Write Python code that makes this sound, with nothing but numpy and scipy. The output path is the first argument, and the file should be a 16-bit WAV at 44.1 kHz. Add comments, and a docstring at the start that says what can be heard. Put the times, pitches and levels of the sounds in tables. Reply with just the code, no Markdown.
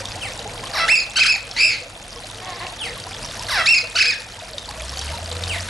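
"""In a garden a faint bird chirps; then a small macaw close by growls, screeches and gives a long quavering cry.
It mutters, the far bird chirps again, and a second growl leads into more screeches, echoed by stone walls.
Near the end a distant motor gathers speed, with a faint whine and a last chirp.
Voices are swept harmonics shaped by a throat; a fountain of random bubbles and noise trickles throughout.
A gain control turns everything down when it gets loud and slowly brings it back."""
import sys
import numpy as np
from scipy import signal
from scipy.fft import rfft, irfft, next_fast_len
from scipy.io import wavfile
from scipy.ndimage import uniform_filter1d, minimum_filter1d, map_coordinates

SR = 44100
rng = np.random.default_rng(int(sys.argv[2]) if len(sys.argv) > 2 else 0)


def log_audio(samples):
    """Write samples as a 16-bit WAV file to the path given in sys.argv[1]."""
    # one column per channel
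    frames = np.atleast_2d(samples).T
    # limit to full scale, then quantise
    limited = np.clip(frames, -1, 1)
    pcm = np.round(limited * 32767).astype(np.int16)
    wavfile.write(sys.argv[1], SR, pcm)


N = 250929  # length in samples
TOP_HZ = 12100  # voices have no harmonics above this, and the whole sound is cut off here

# How the macaw's throat favours some tones in a screech. Each row: frequency in Hz, relative gain in dB.
SCREECH_THROAT = [(500, -1.5), (950, -31), (1400, 5), (1950, 4.5), (2400, 9.5), (2750, 8), (3400, -1.5),
                  (4300, -1.5), (5150, -3), (5900, -9), (6700, -12.5), (7900, -17), (8900, -29.5),
                  (10400, -21.5), (11800, -48.5)]


def amp(db):
    """Turns decibels into a gain factor."""
    return 10 ** (np.asarray(db) / 20)


def unit(x):
    """Scales a sound to an average strength (rms) of 1."""
    return x / np.sqrt(np.mean(x ** 2) + 1e-20)


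def along(points, hz):
    """Reads a curve of (Hz, value) points on a logarithmic frequency axis."""
    f, v = np.transpose(points)
    return np.interp(np.log(hz + 1), np.log(f + 1), v)


def curves(rows, t):
    """Reads each column after the first (time in seconds) at the times t."""
    s, *columns = np.transpose(rows)
    return [np.interp(t, s, column) for column in columns]


def wobble(rate, size):
    """A smooth random curve with rate new random values a second."""
    knots = rng.standard_normal(int(size * rate / SR) + 4)
    return map_coordinates(knots, [np.arange(size) * rate / SR])


def filtered(x, response):
    """Multiplies the spectrum of x by a gain that depends on frequency."""
    size = x.shape[-1]
    padded = next_fast_len(size + 8192)
    spectrum = rfft(x, padded) * response(np.fft.rfftfreq(padded, 1 / SR))
    return irfft(spectrum, padded)[..., :size]


def coloured(x, spectrum):
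    """Shapes x with a curve of (Hz, dB) points and scales it to rms 1."""
    return unit(filtered(x, lambda hz: amp(along(spectrum, hz))))


def add(track, s, sound):
    """Mixes a sound into the track at s seconds."""
    part = track[max(round(s * SR), 0):][:len(sound)]
    part += sound[:len(part)]


def macaw():
    """Growls, screeches, a quavering cry and mutters; screeches turn harsh where the pitch falls."""
    # Screech notes. Each row: start in seconds, length in seconds, first, crest and last pitch in Hz,
    # relative level in dB, extra brightness in dB, lift above 7 kHz in dB.
    screech_notes = [(0.881, 0.081, 1403, 2681, 2220, -14, -4, 5),
                     (0.966, .040, 2243, 2540, 2094, -17, 2, -4),
                     (1.16, 0.033, 1306, 1550, 964, -15, 0.5, 4),
                     (1.19, 0.011, 1100, 1680, 1654, -13.5, 3, 3),
                     (1.202, .037, 2144, 2610, 1733, -11.5, -1.5, -1),
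                     (1.241, 0.02, 1574, 1592, 900, -20, -4, 8),
                     (1.257, 0.013, 1000, 1717, 1674, -13, 4.5, 4),
                     (1.27, 0.059, 2070, 2612, 2156, -15, 1.5, -5),
                     (1.331, 0.031, 2348, 2457, 1864, -22.5, -4.5, -19),
                     (3.660, 0.09, 1724, 2730, 2110, -13.5, 0, -2.5),
                     (3.75, 0.04, 2106, 2558, 2050, -14.5, 2.5, -7),
                     (3.955, .027, 1253, 1529, 864, -15.5, 1, 2.5),
                     (3.984, .010, 1115, 1705, 1693, -10.5, 9, -2),
                     (3.996, 0.036, 1802, 2638, 1537, -12, 2, 1),
                     (4.033, 0.016, 1504, 1547, 828, -20.5, 0, -2),
                     (4.049, 0.01, 1100, 1710, 1700, -15, 3, 1),
                     (4.059, 0.053, 2067, 2560, 2030, -16, 0.5, -3),
                     (4.115, 0.026, 1825, 1887, 1546, -25.5, -12, -13)]
    # The long quavering cry. 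Each row: time in seconds, pitch in Hz, relative level in dB, brightness in dB.
    cry_curve = [(1.565, 2010, -27, 1), (1.607, 2464, -14.5, -3), (1.653, 2546, -16, -3.5),
                 (1.69, 2454, -18.5, -5), (1.735, 2185, -27, 3), (1.765, 2060, -34, -1)]
    # Growls. Each row: start in seconds, length in seconds, first pitch in Hz, time to settle in seconds,
    # resting pitch in Hz, relative level in dB.
    growl_notes = [(0.734, 0.12, 1686, .066, 660.3, -17.5), (3.485, 0.14, 2152, .118, 651.4, -16)]
    # Muttered syllables. Each row: start in seconds, length in seconds, first and last pitch in Hz,
    # relative level in dB.
    mutter_notes = [(2.417, .025, 357.5, 378, -35.5), (2.463, 0.076, 380, 343.3, -35),
                    (2.561, .035, 417.5, 364, -38.5), (2.604, 0.0495, 325, 380.5, -32)]
    # The throat when growling and muttering. Each row: frequency in Hz, relative gain in dB.
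    growl_throat = [(400, -13), (680, -4), (1000, -0.5), (1450, 5.5), (2000, 3), (3200, -10.5), (4000, -7),
                    (4800, -12.5), (5400, -7.5), (6500, -29.5), (11000, -27)]
    mutter_throat = [(350, -7), (720, 1.5), (1080, 2), (1450, -10), (2000, 0), (2900, -14), (3800, -10),
                     (6000, -27)]

    screeches = sum(arch(*row) for row in screech_notes)
    hoarse = lambda pitch: np.interp(pitch, [2150, 2500], [.5, .08])  # rougher when lower
    cry = call(cry_curve, SCREECH_THROAT, jitter=.012, flutter_db=2.5, rasp=hoarse,
               trill=.06, trill_hz=66, crest_s=1.653)
    growls = sum(call(growl(*row), growl_throat, jitter=.014, flutter_db=4, rasp=lambda pitch: .2)
                 for row in growl_notes)
    syllables = [glide(*row, bright_db=-12, attack_s=0.011, release_s=0.011) for row in mutter_notes]
    mutter = sum(call(rows, mutter_throat, jitter=.014, flutter_db=3, rasp=lambda pitch: .26)
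                 for rows in syllables)
    return amp(4.0) * screeches + amp(5.5) * cry + amp(-2.0) * growls + amp(3) * mutter


def arch(s, length, first_hz, crest_hz, last_hz, db, extra_db, lift_db):
    """A screech note swings up to its crest and down again; level, timbre and rasp follow the pitch."""
    # Timbre by pitch. Each row: pitch in Hz, brightness in dB (power above about 3.5 kHz against below).
    brightness_by_pitch = [(850, 5), (1270, -10.5), (1600, 6.5), (2150, 4), (2500, -7.5), (2700, -8)]
    # Harshness by pitch. Each row: pitch in Hz, roughness from 0 to 1.
    rasp_by_pitch = [(1400, .18), (2000, .21), (2400, .1), (2650, .03)]
    t = np.arange(0, length, 1 / SR)
    power = 1.3 + 18 * length  # the longer the note, the flatter its crest
    rise, fall = np.abs([crest_hz - first_hz, crest_hz - last_hz]) ** (1 / power)
    pitch = crest_hz - np.abs((rise + fall) * t / length - rise) ** power
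    # the voice weakens by 6 dB per octave away from the crest
    level = db + 6 * np.log2(pitch / crest_hz)
    level = level + envelope(t, attack_s=0.0097, release_s=0.0063, depth_db=3.5)
    brightness = along(brightness_by_pitch, pitch) + extra_db
    rows = np.transpose([s + t, pitch, level, brightness])
    throat = [(hz, gain + lift_db * (hz > 7000)) for hz, gain in SCREECH_THROAT]
    return call(rows, throat, jitter=0.0056, flutter_db=5.0, rasp=lambda pitch: along(rasp_by_pitch, pitch))


def growl(s, length, first_hz, settle_s, rest_hz, db, swell_db=8.0, first_bright_db=1, last_bright_db=-12):
    """A growl drops to its resting pitch, swelling and growing duller on the way."""
    break_s, slide_hz, slide_power = 0.013, 520.4, 1.1
    t = np.arange(0, length, 1 / SR)
    # the voice breaks down quickly, then slides the rest of the way
    slide = np.clip(1 - t / settle_s, 0, 1) ** slide_power
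    quick_fall = (first_hz - rest_hz - slide_hz) * np.exp(-t / break_s)
    pitch = rest_hz + slide_hz * slide + quick_fall
    level = db - swell_db * slide + envelope(t, attack_s=0.0027, release_s=0.032, depth_db=3)
    brightness = np.interp(t, [0, length], [first_bright_db, last_bright_db])
    return np.transpose([s + t, pitch, level, brightness])


def glide(s, length, first_hz, last_hz, db, bright_db, attack_s, release_s, curve=1):
    """A soft note that slides from one pitch to another."""
    t = np.arange(0, length, 1 / SR)
    pitch = first_hz * (last_hz / first_hz) ** ((t / length) ** curve)
    level = db + envelope(t, attack_s, release_s, depth_db=2.5)
    return np.transpose([s + t, pitch, level, np.full_like(t, bright_db)])


def envelope(t, attack_s, release_s, depth_db):
    """Level in dB of a note that rises from depth_db down, holds and falls back."""
    start_dip = np.clip(1 - t / attack_s, 0, 1)
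    end_dip = np.clip(1 - (t[-1] - t) / release_s, 0, 1)
    return -depth_db * (start_dip + end_dip)


def call(rows, throat, jitter, flutter_db, rasp, trill=0, trill_hz=0, crest_s=0):
    """The bird's voice organ sweeps its harmonics through the fixed resonances of the throat."""
    t = np.arange(rows[0][0] - .004, rows[-1][0] + .004, 1 / SR)
    size = len(t)
    pitch, level_db, bright_db = uniform_filter1d(np.array(curves(rows, t)), size=130, axis=1)
    rough = rasp(pitch)
    pitch = pitch * (1 + trill * np.cos(2 * np.pi * trill_hz * (t - crest_s)))
    phase = 2 * np.pi * np.cumsum(pitch * (1 + jitter * wobble(904, size))) / SR
    # in a rough voice strong and weak cycles alternate, which adds lines halfway between the harmonics
    order = np.arange(1, 29)[:, None] / 2
    hz = order * pitch
    gains = amp(along(throat, hz)) * (hz < TOP_HZ) * np.where(order % 1, .8 * rough, 1)
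    # a harder push shifts the power to the upper harmonics, by at most 12 dB either way
    upper = np.clip((hz - 3200) / 600, 0, 1)
    upper_power = ((gains * upper) ** 2).sum(0)
    lower_power = ((gains * (1 - upper)) ** 2).sum(0).clip(1e-6)
    present_db = 10 * np.log10(upper_power / lower_power + 1e-9)
    gains = gains * amp(upper * np.clip(bright_db - present_db, -12, 12))
    # each line flutters on its own, and its phase drifts the more the rougher the voice
    gains = gains * amp(flutter_db * np.array([wobble(302.7, size) for _ in order]))
    start_phase = rng.uniform(0, 2 * np.pi, order.shape)
    lag = start_phase + 1.3 * rough * np.array([wobble(400, size) for _ in order])
    lines = gains * np.sin(order * phase + lag)
    tone = np.sqrt(2) * lines.sum(0) / np.linalg.norm(gains, axis=0)
    # air escapes in one puff a cycle
    air = coloured(rng.standard_normal(size) * (1 + np.cos(phase)), throat)
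    fade = np.clip(np.minimum(t - t[0], t[-1] - t) / .004, 0, 1)
    loudness = amp(level_db + 0.4 * wobble(300.5, size))
    track = np.zeros(N)
    add(track, t[0], fade * loudness * (tone + rough * air))
    return track


def far_bird():
    """Thin whistles that slide down by most of an octave, and one faint, nearly level whine."""
    # Chirps. Each row: start in seconds, length in seconds, first pitch in Hz, relative level in dB.
    chirp_notes = [(0.215, 0.065, 3217, -30), (2.802, .085, 3540, -28.5), (5.494, 0.071, 3133, -27)]
    # The whine. Each row: time in seconds, pitch in Hz, relative level in dB, brightness in dB.
    whine_curve = [(4.96, 1534, -41.5, 7.1), (5.03, 1525, -46, 14), (5.1, 1525, -46, 10)]
    # The throat for chirps and for the whine. Each row: frequency in Hz, relative gain in dB.
    chirp_throat = [(1600, 4), (2700, 6), (4500, -2.5), (6000, -25), (8500, -3.5), (11000, -27)]
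    whine_throat = [(1500, -18), (3000, -9), (4500, 4), (7600, 0), (9000, -6)]
    # every chirp slides down to 1780 Hz, slightly faster at first
    notes = [glide(s, length, hz, 1780, db, bright_db=-9.0, attack_s=0.012, release_s=0.024, curve=0.97)
             for s, length, hz, db in chirp_notes]
    chirps = sum(call(rows, chirp_throat, jitter=0.012, flutter_db=5.5, rasp=lambda pitch: .12)
                 for rows in notes)
    whine = call(whine_curve, whine_throat, jitter=.004, flutter_db=2, rasp=lambda pitch: .05)
    return amp(-1.0) * chirps + amp(4.0) * whine


def drops():
    """A near drop slaps the water and leaves a tiny ringing bubble that rises in pitch."""
    # The nearest drops. Each row: time in seconds, relative peak level in dB, starting pitch in Hz.
    drop_list = [(0.0548, -13, 3540), (0.3915, -15, 3720), (1.513, -11, 5290), (2.1291, -20, 4960),
                 (2.6673, -13.5, 2660), (3.2465, -17, 5700), (3.3942, -14.5, 5200), (3.467, -16, 4360),
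                 (4.582, -5.5, 3660), (4.6892, -15, 4400), (4.8938, -13, 5340), (4.9721, -13, 4400),
                 (4.9916, -9.5, 5560), (5.0135, -11.5, 3760), (5.3148, -16, 3936), (5.437, -10, 3650)]
    slap_spectrum = [(1000, -17), (4500, 16.0), (9000, -0.5), (12000, -21.0)]  # (Hz, dB)
    track = np.zeros(N)
    t = np.arange(SR // 25) / SR
    for s, db, hz in drop_list:
        ring = np.sin(2 * np.pi * hz * t * (1 + 4 * t))
        bubble = ring * amp(-60 * t / 0.012) * (1 - np.exp(-t / 0.00024))
        # the slap is a brief burst of noise
        slap = coloured(rng.standard_normal(len(t)), slap_spectrum) * amp(-60 * t / 0.025)
        add(track, s, amp(db - 1.5) * (bubble + 0.26 * slap))
    return track


def fountain():
    """Falling water gurgles in the basin and spatters on its surface, over a fine spray."""
    # The water's level over time. Each row: time in seconds, relative gurgle and splash levels in dB.
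    flow_curve = [(0, -38.5, -34.5), (.6, -36.5, -35), (1.1, -36, -32), (1.45, -39.5, -32.5),
                  (1.9, -37.5, -35), (2.3, -39, -33.5), (2.75, -39.5, -34.5), (3.1, -39.5, -34.5),
                  (3.42, -38.5, -32), (3.88, -38, -30.5), (4.3, -39.5, -32.5), (4.65, -38, -34.5),
                  (4.85, -38, -30.5), (5.02, -37.5, -31), (5.2, -35.5, -32.5), (5.4, -36, -32.5),
                  (5.69, -39, -32)]
    # Tone colours of gurgle and splash. Each row: frequency in Hz, relative gain in dB.
    gurgle_spectrum = [(130, -28), (220, -4.5), (397, -18.5), (476, 0.5), (526, -4), (680, 0), (752, -5),
                       (887, -3.5), (1600, -19), (2080, -33), (3520, -120)]
    splash_spectrum = [(710, -20), (1200, 2), (1990, 0.5), (2200, -2.5), (2860, -3.5), (3650, -3.5),
                       (4840, -3), (5490, -5), (10700, -12.5), (11700, -17), (12300, -99), (16000, -64),
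                       (22000, -120)]
    gurgle_db, splash_db = curves(flow_curve, np.arange(N) / SR)
    gurgle = bubbles(rate=240, low_hz=393.3, high_hz=1132, cycles=8.6, scatter_db=5.0, size=2600)
    gurgle = gurgle + 3.1 * rng.standard_normal(N)
    spatter = bubbles(rate=900, low_hz=2230, high_hz=11770, cycles=4.2, scatter_db=5.0, size=300)
    spray = unit(rng.standard_normal(N) * amp(3.44 * wobble(260, N)))
    basin = amp(gurgle_db + 0.8) * coloured(gurgle, gurgle_spectrum)
    surface = amp(splash_db - 1.15) * coloured(spatter + 1.25 * spray, splash_spectrum)
    return basin + surface


def bubbles(rate, low_hz, high_hz, cycles, scatter_db, size):
    """Bubbles born at random, rate a second; each rings for some cycles and rises in pitch."""
    count = int(rate * N / SR)
    when, tune, strength = rng.random((count, 3)).T[:, :, None]
    hz = low_hz * (high_hz / low_hz) ** tune
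    t = np.arange(size) / SR
    age = t * hz / cycles
    gain = hz * amp(scatter_db * np.minimum(-np.log(strength), 4))
    ring = np.sin(2 * np.pi * hz * t * (1 + .012 * np.minimum(age, 5)))
    rings = gain * ring * np.exp(-age) * (1 - np.exp(-8 * age))
    index = (when * N).astype(int) + np.arange(size)
    return unit(np.bincount(index.ravel(), rings.ravel(), N)[:N])


def traffic():
    """A steady low rumble of noise from afar, and one motor of two harmonics that gathers speed."""
    # The motor. Each row: time in seconds, firing rate in Hz, relative level in dB.
    motor_curve = [(4.6, 51.1, -48), (4.82, 60, -33.5), (4.97, 70.6, -35), (5.1, 72.8, -28),
                   (5.17, 82.6, -36), (5.27, 83.5, -32.5), (5.45, 86.7, -32), (5.58, 89.1, -32.5),
                   (5.69, 92, -40)]
    # Tone colour of the distant traffic. Each row: frequency in Hz, relative gain in dB.
    rumble_spectrum = [(11, -29), (18, -18), (38, 4), (71, -5.5), (101, 2.5), (135, -6), (227, -10.5),
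                       (263, -12), (350, -11.5), (460, -18), (770, -120)]
    t = np.arange(N) / SR
    firing_hz, motor_db = curves(motor_curve, t)
    phase = 2 * np.pi * np.cumsum(firing_hz) / SR
    fade_in = np.clip((t - motor_curve[0][0]) / 0.11, 0, 1)
    motor = np.sqrt(2) * (np.sin(phase) + amp(-17.5) * np.sin(2 * phase)) * fade_in
    rumble = amp(-39.5) * coloured(rng.standard_normal(N), rumble_spectrum)
    return rumble + amp(motor_db + 1.0 + 1.1 * wobble(23.32, N)) * motor


def garden(x, early_db, tail_db):
    """Near stone surfaces answer at once; walls and foliage scatter a short tail."""
    # How long echoes last. Each row: frequency in Hz, time in seconds to fade by 60 dB.
    fade_times = [(300, 0.12), (1700, 0.63), (2500, 0.45), (3400, 0.52), (5000, 0.36), (11000, 0.052)]
    # the tail is noise that fades at its own speed in each band
    hz, t, z = signal.stft(rng.standard_normal((2, SR // 2)), SR, nperseg=256)
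    decay = amp(-60 * t / along(fade_times, hz)[:, None])
    tail = signal.istft(z * decay, SR, nperseg=256)[1]
    echo = amp(tail_db) * tail / np.linalg.norm(tail[0])
    count = 14  # early echoes
    delay = rng.uniform(0.002012, .04, count)  # seconds
    taps = rng.standard_normal((2, count)) * np.exp(-delay / 0.031)
    taps = taps / np.linalg.norm(taps, axis=1, keepdims=True)
    echo[:, (delay * SR).astype(int)] += amp(early_db) * taps
    return signal.fftconvolve(x[None], echo, axes=1)[:, :N]


def gain_control(x):
    """Loud sound pulls the gain down at once; it is held for a moment, then creeps back."""
    threshold_db, share, hold_s, recover_db_per_s = -16, 0.55, 0.3, 4.5
    power = uniform_filter1d(np.mean(x ** 2, axis=0), size=SR // 40)
    level_db = 10 * np.log10(np.abs(power) + 1e-12)
    # a share of the excess over the threshold is taken off
    wanted_db = -share * np.maximum(level_db - threshold_db, 0)
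    half = int(hold_s * SR / 2)
    held_db = minimum_filter1d(wanted_db, 2 * half + 1, origin=half, mode="nearest")
    # the gain may rise no faster than this ramp
    ramp_db = recover_db_per_s * np.arange(N) / SR
    gain_db = np.minimum.accumulate(held_db - ramp_db) + ramp_db
    return x * amp(uniform_filter1d(gain_db, size=SR // 100))


def scene():
    """Everything lies near the centre; the echoes spread widest around 2.5 to 3.3 kHz."""
    # How far the water spreads between the ears. Each row: frequency in Hz, side level in dB.
    water_width = [(60, -54), (110, -39), (190, -33), (350, -30), (630, -29), (1130, -16.5), (2040, -7.5),
                   (3670, -3), (6600, -43), (11900, -21)]
    near, far, drips, water = macaw(), far_bird(), drops(), fountain()
    # the far bird sends a larger share into the echo than the macaw, the drops a smaller one
    echo_mid, echo_side = garden(near + amp(-6) * drips + amp(1) * far, early_db=-6.5, tail_db=-11.5)
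    mid = near + far + drips + water + traffic() + echo_mid
    width = [(300, -68), (1300, -12.5), (2500, -4), (3300, 9), (4500, -39.5), (11000, -80)]  # (Hz, side dB)
    lean = [(1200, -45), (2600, -13.5), (4000, -69)]  # the macaw sits a little to the right: (Hz, side dB)
    side = filtered(echo_side, lambda hz: amp(along(width, hz)))
    side = side - filtered(near, lambda hz: amp(along(lean, hz)))
    # the water also arrives scattered from all around: a shifted copy is unlike the original
    side = side + filtered(np.roll(water, N // 2), lambda hz: amp(along(water_width, hz)))
    return np.array([mid + side, mid - side])


def record(dry):
    """The gain control rides the level, and a steep filter removes what lies above the band limit."""
    return filtered(gain_control(dry), lambda hz: 1 / np.sqrt(1 + (hz / TOP_HZ) ** 120))


dry = scene()
out = record(dry)
log_audio(out)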